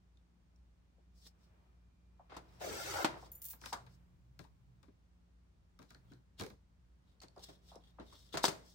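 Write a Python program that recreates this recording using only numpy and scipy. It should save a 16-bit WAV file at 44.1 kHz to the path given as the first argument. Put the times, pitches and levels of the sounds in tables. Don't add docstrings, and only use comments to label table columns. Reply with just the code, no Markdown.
import sys
import numpy as np
from scipy import signal
from scipy.fft import rfft, irfft, next_fast_len
from scipy.io import wavfile

SR = 44100
rng = np.random.default_rng(int(sys.argv[2]) if len(sys.argv) > 2 else 0)


def dump(signal):
    limited = np.clip(np.atleast_2d(signal).T, -1, 1)
    pcm = np.round(limited * 32767).astype(np.int16)
    wavfile.write(sys.argv[1], SR, pcm)


N = 385467

# [t/s, level/dB]
EFFORT = [(2.615, -57.5), (2.645, -52), (2.899, -49), (2.911, -47.5), (3.03, -46.5)]
# [low f/Hz, high f/Hz, gain/dB, extra at PRE_STROKE/dB, extra at NEAR_STOP/dB]
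CUT_ZONES = [(77, 93, -11.5, -5, -1), (280, 400, -6, 9, 0.5), (605.4, 957, -1, 5, 7),
             (1120, 1750, -4.5, 1, 8), (1790, 22000, 3, -1.5, -2)]
PRE_STROKE = (2, 0.082)
NEAR_STOP = (2.995, 0.06)
# [f/Hz, level/dB]
STROKE_COLOUR = [(120, -2), (220, -8), (370, -1.5), (470, 4.5), (640, -5.5), (1300, -6), (1800, -13.5),
                 (6000, -13), (10000, -22.5), (14500, -23)]
# [f/Hz, width/Hz, relative level/dB]
TRIMMER_MODES = [(317, 93, 2.5), (395, 9.1, 9.5), (623, 120, 7.5), (1040, 26, 0), (1340, 23, -1.5),
                 (2110, 46, 4.5), (3745, 62, 1.5), (4870, 36, 2), (8370, 96, 3)]


def cut(judder_db=-0.4, left_db=1.5):
    slips = friction(slips_per_s=5500, size_db=2.0, smooth=1.1, ring_t60_s=0.04, shifts_per_s=40, count=8)
    shaken = resonate(coloured(slips, STROKE_COLOUR), TRIMMER_MODES, ring_db=-10.0)
    effort, = gains_in_time(EFFORT, fade_s=0.02)
    pre_stroke, near_stop = swell(*PRE_STROKE), swell(*NEAR_STOP)
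    judder = from_db(judder_db * drift(170))
    zones = 0
    for low_hz, high_hz, db, pre_db, stop_db in CUT_ZONES:
        gain = from_db(db + pre_db * pre_stroke + stop_db * near_stop)
        zone = gain * rms_one(band(shaken, low_hz, high_hz))
        zones = zone - zones
    return (zones * effort + groan()) * judder * panned(left_db)


# [t/s, f/Hz, level/dB]
GROAN = [(2.616, 660, -45), (2.655, 561.6, -45.5), (2.72, 395, -47.5), (2.79, 384, -56)]
GROAN_CHANGES_PER_S = 520


def groan():
    s, hz, db = np.transpose(GROAN)
    phase_rad = 2 * np.pi * np.cumsum(np.interp(np.arange(N) / SR, s, hz)) / SR
    level, = gains_in_time(np.transpose([s, db]), fade_s=0.014)
    return level * rms_one(spread(quavering(phase_rad, GROAN_CHANGES_PER_S)))


TRIMMER_LEFT_DB = 3.5
# [t/s, strength/dB, snap over clack/dB, thud over clack/dB]
KNOCKS = [(2.3645, -52, 9, 2.5), (2.610, -52, 2, 0), (3.045, -28.5, 3.5, -6.5), (3.2555, -69, 14, 9.5),
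          (3.728, -45, 14, -2.5), (7.215, -60.5, 14.5, -10), (7.232, -62.5, 7, 6.5),
          (7.4856, -60.5, 7.5, 7.5), (7.996, -58, -9, 7.5), (8.1235, -68, 16, 6.5), (8.3391, -43, 2, 4.5),
          (8.3493, -43.5, 3.5, -1), (8.3715, -37.5, 10.5, -9), (8.4405, -29.5, 8, -10.5),
          (8.4522, -46, 28, 4), (8.4807, -40, 14, 1.5)]
# [start t/s, gap/s, strength/dB, hardness/dB, weight/dB, strength step/dB, hardness step/dB]
CARRIAGE_SEATS = (2.2925, .0237, -56.5, -13, -6.5, 1, 3.5)
# [low f/Hz, high f/Hz, gain/dB, first pulse/dB, ring t60/s, room/dB, room t60/s]
TRIMMER_PARTS = [(2188, 14000, 15, -11, 0.072, -11.5, 0.29), (477, 2260, 25.5, -3, 0.098, -10.5, 0.4),
                 (116, 442, 25, -12.5, 0.089, -4, 0.46)]
# [f/Hz, level/dB]
TRIMMER_COLOUR = [(100, 0), (300, -5), (900, 4), (1600, -1), (2600, -2.5), (4500, 4.5), (7500, -1.5),
                  (11000, -9)]


def knocks():
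    rows = KNOCKS + touches(CARRIAGE_SEATS, count=3)
    hits = contacts(rows, lambda s: TRIMMER_LEFT_DB, sharp_db=1.0)
    struck = blows(hits, TRIMMER_PARTS, contact_s=0.001052, rise_s=0.00037)
    return resonate(coloured(struck, TRIMMER_COLOUR), TRIMMER_MODES, ring_db=-7.5)


# [t/s, level before modes/dB]
SLAMS = [(3.0459, -21.5), (8.4417, -25.5)]
# [f/Hz, relative level/dB, t60/s]
BASE_MODES = [(332, -3.5, 0.047), (666, -6, 0.027), (915, 3.5, 0.021), (1360, -3.5, .024)]


def slams(room_db=-11, low_hz=240):
    out = np.zeros((2, N))
    t = np.arange(SR // 2) / SR
    bend = sum(from_db(db) * np.sin(2 * np.pi * hz * t) * decay(t, t60) for hz, db, t60 in BASE_MODES)
    for s, db in SLAMS:
        add(out, s, from_db(db) * band(bend, low_hz, SR / 2)[None])
    tail = convolve(out, dying_noise(0.3, rise_s=0.011))
    return out * panned(TRIMMER_LEFT_DB / 2) + from_db(room_db) * spread(tail)


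# [t/s, strength/dB, low f/Hz, high f/Hz]
THUMPS = [(0.982, -63, 300, 715), (2.195, -50.5, 504, 1110), (2.319, -46.5, 282, 1520),
          (2.366, -43, 570, 1420), (3.076, -58, 500, 1320), (3.137, -47.5, 746, 1750),
          (3.156, -50, 446, 1290), (3.167, -45, 298, 1470), (3.226, -45.5, 510, 1110),
          (3.637, -48, 900, 2200), (3.725, -32.5, 660, 1155), (3.734, -34.5, 796, 1610),
          (4.445, -59, 767, 1070), (4.883, -53.5, 150.4, 425), (5.789, -58, 1040, 1480),
          (5.804, -69, 260, 650), (5.905, -56, 1230, 1660), (5.946, -58.5, 1320, 1860),
          (6.114, -49.5, 258, 364), (6.118, -61, 1350, 1680), (6.417, -36, 159, 565),
          (6.448, -41.5, 391, 533), (7.363, -50, 400, 1210), (7.372, -45.5, 250, 956),
          (7.716, -50, 520, 1150), (7.744, -52.5, 457, 1100), (7.758, -46.5, 214, 885),
          (7.9853, -44.5, 323, 1385), (7.997, -41, 171, 396), (8.124, -54.5, 840, 1380)]


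def thumps(gain_db=21, front_s=0.0083, front_db=-2, ring_t60_s=0.099, room_db=-5, room_t60_s=0.23, left_db=1):
    fronts, rings = np.zeros((2, 2, N))
    t = np.arange(SR // 2) / SR
    for s, db, low_hz, high_hz in THUMPS:
        hz = low_hz + (high_hz - low_hz) * np.exp(-2 * t / front_s)
        envelope = np.sin(np.pi * np.minimum(t / front_s, 1)) ** .5
        front = envelope * np.sin(2 * np.pi * np.cumsum(hz) / SR)
        room = from_db(room_db) * dying_noise(room_t60_s, rise_s=0.013)
        modes = dying_noise(ring_t60_s, rise_s=0.0039) + room
        band_sos = signal.butter(3, [low_hz, high_hz], "band", fs=SR, output="sos")
        ring = signal.sosfilt(band_sos, modes)
        add(fronts, s, from_db(db + front_db) * front[None] / np.linalg.norm(front))
        add(rings, s, from_db(db) * ring / np.linalg.norm(ring, axis=1, keepdims=True))
    energy_norm = np.hypot(1, from_db(front_db))
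    return from_db(gain_db) * (fronts + spread(rings)) / energy_norm * panned(left_db)


# [t/s, strength/dB, snap over clack/dB, thud over clack/dB]
FLICKS = [(3.528, -56, -1, -4), (3.611, -58.5, 6, 4), (3.6325, -51, -24, -15), (3.655, -45, 4.5, -12),
          (3.861, -58.5, -5.5, -7), (4.388, -56, 3.5, 7.5), (4.437, -65, -2, 1), (4.826, -66, 1.5, 3.5),
          (4.876, -73.5, -11, 8.5), (5.787, -60.5, 2, 8.5), (5.814, -62, -3, 4), (5.823, -69.5, 10, 1),
          (5.902, -61, 6, 1.5), (5.943, -67.5, 4.5, 8), (6.115, -64.5, 0, 4), (6.393, -49, 6, 6),
          (6.406, -44, 3, 3), (6.417, -50, 5, -5), (6.432, -51.5, 5, -5), (6.460, -58, 8.5, 3),
          (6.498, -60, 3, 9.5)]
# [t/s, left-right level/dB]
SHEET_PLACE = [(3.6, 3), (4.4, 11.5), (5.9, 6.5), (6.4, -1)]
# [low f/Hz, high f/Hz, gain/dB, first pulse/dB, ring t60/s, room/dB, room t60/s]
SHEET_PARTS = [(2190, 7200, 23, 17, 0.0085, -5, 0.22), (540, 3620, 23.6, -15, 0.035, -5.5, 0.19),
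               (101, 440, 20.4, -6, 0.11, -9.5, 0.27)]
# [f/Hz, level/dB]
SHEET_COLOUR = [(100, 17), (300, 1.5), (1000, 8.5), (2500, -5.5), (4200, 0), (7500, -4.5), (10000, 0.5),
                (15000, 11)]
# [f/Hz, width/Hz, relative level/dB]
SHEET_MODES = [(274.9, 80, 1), (452, 400, -15), (970, 77, -14), (1620, 29, -3), (2370, 400, -7),
               (4200, 81, -13)]


def flicks(level_db=-5, ring_db=3):
    hits = contacts(FLICKS, lambda s: np.interp(s, *np.transpose(SHEET_PLACE)), sharp_db=1.0)
    taps = coloured(blows(hits, SHEET_PARTS, contact_s=0.0024, rise_s=0.00085), SHEET_COLOUR)
    t = np.arange(SR // 250) / SR
    smear = np.sin(np.pi * SR / 2 * t * (2 - t / t[-1]))
    bent = convolve(taps, smear[None] / np.linalg.norm(smear))
    return from_db(level_db) * resonate(bent, SHEET_MODES, ring_db)


CLINKS = [(3.317, -50, -41), (3.352, -55, -41), (3.4177, -39.5, -41), (3.4417, -39.5, -45.5),
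          (3.4524, -36.5, -40), (3.484, -41, -48.5), (3.501, -39, -51.5), (3.5074, -38.5, -54)]
# [f/Hz, relative level/dB, t60/s]
BANGLE_MODES = [(7000, -8.5, 0.22), (10400, 0.5, 0.19), (14200, 3, 0.21)]


def bangles(ring_db=-15, tick_db=7, tick_t60_s=0.065, room_db=4, room_t60_s=0.13, jostles_per_s=160):
    rings, clicks = np.zeros((2, 2, N))
    t = np.arange(SR // 2) / SR
    for s, click_db, _ in CLINKS:
        add(clicks, s, from_db(click_db + tick_db) * dying_noise(tick_t60_s, rise_s=1 / SR))
        add(clicks, s, from_db(click_db + room_db) * dying_noise(room_t60_s, rise_s=0.014))
    for hz, mode_db, t60_s in BANGLE_MODES:
        power = np.zeros((1, N))
        for s, _, db in CLINKS:
            add(power, s, (from_db(db + ring_db + mode_db) * decay(t[None], t60_s)) ** 2)
        rings += np.sqrt(power) * quavering(2 * np.pi * hz * np.arange(N) / SR, jostles_per_s)
    click_colour = [(300, -27), (1500, -4.5), (4000, 1.0), (9000, 9.5), (14000, 17.0)]   # f/Hz, level/dB
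    return spread(rings + coloured(clicks, click_colour))


# [t/s, strength/dB, ring f/Hz]
TICKS = [(0.172, -61, 3640), (0.5603, -67, 5570), (5.947, -49, 4300), (6.119, -63.5, 4100),
         (6.135, -55.5, 4170), (7.203, -49, 4400), (7.234, -45, 4320), (7.283, -50, 4500),
         (7.362, -58, 4900), (7.380, -54, 4700), (7.3935, -51, 3670), (7.756, -46.5, 5400),
         (7.999, -51, 3880)]


def ticks(width_hz=300, ring_db=17, gain_db=9, room_db=-10):
    out = np.zeros((2, N))
    for s, db, hz in TICKS:
        click = dying_noise(.014, rise_s=1 / SR) + from_db(room_db) * dying_noise(.2, rise_s=.01)
        rung = resonate(band(click, hz / 2, 2 * hz), [(hz, width_hz, 0)], ring_db)
        add(out, s, from_db(db + gain_db) * rung)
    return spread(out)


# [middle t/s, relative peak/dB, half length/s, edge brightness/dB]
PUSHES = [(1.186, -72.5, 0.036, 10.5), (1.26, -56.5, 0.036, 2.5), (1.271, -55, 0.013, 3),
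          (1.434, -73.5, 0.043, 5), (2.573, -67, 0.1, 2), (3.222, -62.5, 0.076, 5),
          (3.68, -52.5, 0.054, 7.5), (3.928, -68, 0.036, 4), (5.907, -59, 0.021, -7),
          (6.12, -63.5, 0.039, -14), (6.404, -37, 0.015, -12), (7.099, -70, 0.05, -10.5),
          (7.439, -51, 0.0092, 7.5), (7.47, -52.5, 0.077, -3.5), (7.701, -55.5, 0.061, -3.5),
          (7.871, -60, 0.051, -21), (8.184, -55, 0.13, -3.5), (8.339, -39, 0.0091, -10),
          (8.441, -27.5, 0.009, 2), (8.703, -60, 0.079, 4)]
# [f/Hz, level/dB]
SLIDE_COLOUR = [(500, -5), (2600, -12.5), (3550, 2.5), (4400, -4.5), (6500, -14), (15000, -21.5)]
# [f/Hz, level/dB]
EDGE_COLOUR = [(2500, -25), (4000, -6), (4900, 4), (7000, -3.5), (9500, -7.5), (14000, -12)]


def sliding(level_db=-12.0, left_db=2):
    speed = sum(from_db(db) * swell(s, half_s) for s, db, half_s, _ in PUSHES)
    drag = sum(from_db(db + bright_db) * swell(s, half_s) for s, db, half_s, bright_db in PUSHES)
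    slips = friction(slips_per_s=1400, size_db=4.0, smooth=0.38, ring_t60_s=0.073, shifts_per_s=21)
    edge = friction(slips_per_s=3700, size_db=5.5, smooth=0.7, ring_t60_s=0.078, shifts_per_s=21, count=1)
    hiss = speed * rms_one(coloured(slips, SLIDE_COLOUR))
    sizzle = drag * rms_one(coloured(edge, EDGE_COLOUR))
    return (hiss + sizzle) * from_db(level_db) * panned(left_db)


# [middle t/s, brush/dB, rumble/dB, half length/s]
HANDS = [(1.545, -76.5, -87, 0.25), (2.885, -64.5, -64, 0.47), (3.89, -77.5, -64, 0.23),
         (4.498, -91, -67.5, 0.42), (6.092, -77.5, -63.5, 0.12), (7.902, -81.5, -74.5, 1)]
# [f/Hz, level/dB]
BRUSH_COLOUR = [(150, -12), (300, 0), (1000, -3), (3000, -14.5), (7000, -30)]
# [f/Hz, level/dB]
RUMBLE_COLOUR = [(50, -29), (100, -4.5), (128, 14.5), (160, -7.5), (500, -42.5)]


def hands():
    brush = sum(from_db(db) * swell(s, half_s) for s, db, _, half_s in HANDS)
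    rumble = sum(from_db(db) * swell(s, half_s) for s, _, db, half_s in HANDS)
    brushing = brush * rms_one(coloured(noise(), BRUSH_COLOUR))
    return brushing + rumble * rms_one(coloured(noise(), RUMBLE_COLOUR))


# [f/Hz, relative level/dB]
HUM = [(59.2, 1.5), (86.1, -9), (118.5, -14.5), (177.6, -7.5)]
# [t/s, level/dB]
HUM_LEVEL = [(0.0, -72.5), (2.98, -65.5), (5.62, -71), (8.7, -68)]
# [f/Hz, peak/dB, middle t/s, half length/s]
WHINE = (2400, -92.5, 2.5, 1.7)
# [f/Hz, level/dB]
AIR = [(24, -41), (43, -5), (70, -4.5), (110, -11.5), (190, -13.5), (450, -25.5), (1100, -29.5),
       (2500, -36.5), (6000, -41.5), (16000, -56.5)]
AIR_DB = -71


def room_tone(waver_db=3.0, wander_rad=0.04):
    t = np.arange(N) / SR
    hum = 0
    for hz, db in HUM:
        gain = np.sqrt(2) * from_db(db + waver_db * drift(8.2))
        hum = hum + gain * np.sin(2 * np.pi * hz * t + wander_rad * drift(2.1))
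    whine_hz, whine_db, middle_s, half_s = WHINE
    whine = from_db(whine_db) * swell(middle_s, half_s) * np.sin(2 * np.pi * whine_hz * t + drift(25))
    hum_gain, = gains_in_time(HUM_LEVEL, fade_s=1)
    return hum_gain * hum + whine + from_db(AIR_DB) * rms_one(coloured(noise(), AIR))


def friction(slips_per_s, size_db, smooth, ring_t60_s, shifts_per_s, count=4):
    sizes = from_db(size_db * np.minimum(rng.exponential(1, N), 4))
    slips = rms_one((rng.random(N) < slips_per_s / SR) * sizes * rng.standard_normal((2, N)))
    force = slips + smooth * rng.standard_normal((2, N))
    shares = np.array([drift(shifts_per_s) for _ in range(count)])
    shares /= np.linalg.norm(shares, axis=0)
    rung = 0
    for share in shares:
        rung = rung + share * convolve(force, dying_noise(ring_t60_s, rise_s=0.00033)[:1])
    return rms_one(spread(rung))


def touches(run, count, jitter=0.042):
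    start_s, gap_s, db, hard_db, weight_db, step_db, hard_step_db = run
    rows = []
    for k in range(count):
        s = start_s + gap_s * (k + jitter * rng.standard_normal())
        rows.append((s, db + k * step_db, hard_db + k * hard_step_db, weight_db))
    return rows


FIRM_DB = -19
SHARPENING = 0.78


def contacts(rows, left_db_at, sharp_db):
    hits = []
    for s, db, hard_db, weight_db in rows:
        snap_db = db + hard_db
        sharpness_db = sharp_db + SHARPENING * (snap_db - FIRM_DB)
        hits.append((s, snap_db, db, db + weight_db, left_db_at(s), sharpness_db))
    return hits


DIRECTION_SHARES = (1.1, 0.81, 0.24)


def blows(events, parts, contact_s, rise_s):
    out = 0
    for k, (low_hz, high_hz, gain_db, pulse_db, ring_t60_s, room_db, room_t60_s) in enumerate(parts):
        pulses, rings = np.zeros((2, 2, N))
        place = np.ones((2, N))
        for s, *levels_db, left_db, sharp_db in events:
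            gain, pulse = from_db(levels_db[k] + gain_db), from_db(pulse_db + sharp_db)
            direct = gain / np.hypot(1, pulse)
            rise = rise_s / from_db(sharp_db)
            add(pulses, s + contact_s, direct * pulse * np.ones((2, 1)))
            ring = direct * dying_noise(ring_t60_s, rise)
            room = gain * from_db(room_db) * dying_noise(room_t60_s, rise_s=0.0091)
            add(rings, s, ring + room)
            i = round(s * SR)
            place[:, i:i + SR // 20] = panned(left_db * DIRECTION_SHARES[k])
        part = band(place * (pulses + spread(rings)), low_hz, high_hz) * np.sqrt(SR / 2 / (high_hz - low_hz))
        out = part - out
    return out


def resonate(x, modes, ring_db):
    out = x
    for hz, width_hz, db in modes:
        r = np.exp(-np.pi * width_hz / SR)
        poles = [1, -2 * r * np.cos(2 * np.pi * hz / SR), r * r]
        rung = signal.lfilter([1, 0, -1], poles, x + 1e-18) * (1 - r * r) / 2
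        out = out + from_db(db + ring_db) * rung
    return out


def quavering(phase_rad, changes_per_s):
    cosine, sine = np.cos(phase_rad), np.sin(phase_rad)
    return np.array([drift(changes_per_s) * cosine + drift(changes_per_s) * sine for _ in range(2)])


def dying_noise(t60_s, rise_s):
    t = np.arange(SR // 2) / SR
    tail = rng.standard_normal((2, len(t))) * decay(t, t60_s) * (1 - np.exp(-t / rise_s))
    return tail / np.sqrt(np.sum(tail ** 2, axis=1, keepdims=True))


def decay(t, t60_s):
    return np.exp(-np.log(1000) * t / t60_s)


def swell(middle_s, half_s):
    return np.exp(-((np.arange(N) / SR - middle_s) / half_s) ** 2)


def drift(knots_per_s):
    knots = rng.standard_normal(N // 20)
    return np.interp(np.arange(N) / SR * knots_per_s, np.arange(len(knots)), knots)


def gains_in_time(rows, fade_s):
    s, *columns_db = np.transpose(rows)
    t = np.arange(N) / SR
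    outside_s = np.maximum(s[0] - t, t - s[-1]).clip(0)
    gate = np.clip(1 - outside_s / fade_s, 0, 1)
    return [gate * from_db(np.interp(t, s, db)) for db in columns_db]


def noise():
    return spread(rng.standard_normal((2, N)))


# [f/Hz, left-right correlation]
LIKENESS = [(100, 0.72), (300, 0.41), (700, -0.13), (2000, -0.17), (9000, 0.08), (14000, 0.75)]


def spread(pair):
    size = next_fast_len(N, True)
    mid, side = rfft(pair, size)
    alike = np.clip(at_hz(LIKENESS, np.arange(len(mid)) * SR / size), -1, 1)
    field = np.sqrt((1 + alike) / 2) * mid + np.sqrt((1 - alike) / 2) * side * [[1], [-1]]
    return irfft(field, size)[:, :N]


def coloured(x, spectrum):
    size = 8192
    gain = from_db(at_hz(spectrum, np.arange(size // 2 + 1) * SR / size))
    cepstrum = irfft(np.log(gain))
    cepstrum[1:size // 2] *= 2
    cepstrum[size // 2 + 1:] = 0
    return convolve(x, irfft(np.exp(rfft(cepstrum)))[None])


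def band(x, low_hz, high_hz):
    edges_hz = [low_hz, min(high_hz, .45 * SR)]
    return signal.sosfilt(signal.butter(2, edges_hz, "band", fs=SR, output="sos"), x + 1e-18)


def at_hz(points, hz):
    f_hz, value = np.transpose(points)
    return np.interp(np.log(hz + 1), np.log(f_hz), value)


def convolve(x, response):
    return signal.oaconvolve(x, response, axes=1)[:, :N]


def add(track, s, sound):
    i = round(s * SR)
    track[:, i:i + sound.shape[1]] += sound[:, :N - i]


def panned(left_db):
    return from_db([[left_db / 2], [-left_db / 2]])


def rms_one(x):
    return x / np.sqrt(np.mean(x ** 2) + 1e-20)


def from_db(db):
    return 10 ** (np.asarray(db) / 20)


def scene():
    trimmer = cut() + knocks() + slams() + thumps()
    handling = flicks() + bangles() + ticks() + sliding() + hands()
    return trimmer + handling + room_tone()


CUTOFF_HZ = 15900


def record(dry, notch_hz=11500, notch_db=-22, side_top_db=-2):
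    mid_dip = [(notch_hz - 1300, 0), (notch_hz - 600, notch_db), (notch_hz + 600, notch_db), (notch_hz + 1300, 0)]
    mid = coloured(dry.mean(axis=0, keepdims=True), mid_dip)
    side = coloured((dry[:1] - dry[1:]) / 2, [(7000, -0.2), (10000, 2.3), (13000, side_top_db)])
    low_pass = signal.ellip(10, .2, 70, CUTOFF_HZ, fs=SR, output="sos")
    return signal.sosfilt(low_pass, mid + side * [[1], [-1]])


dry = scene()
out = record(dry)
dump(out)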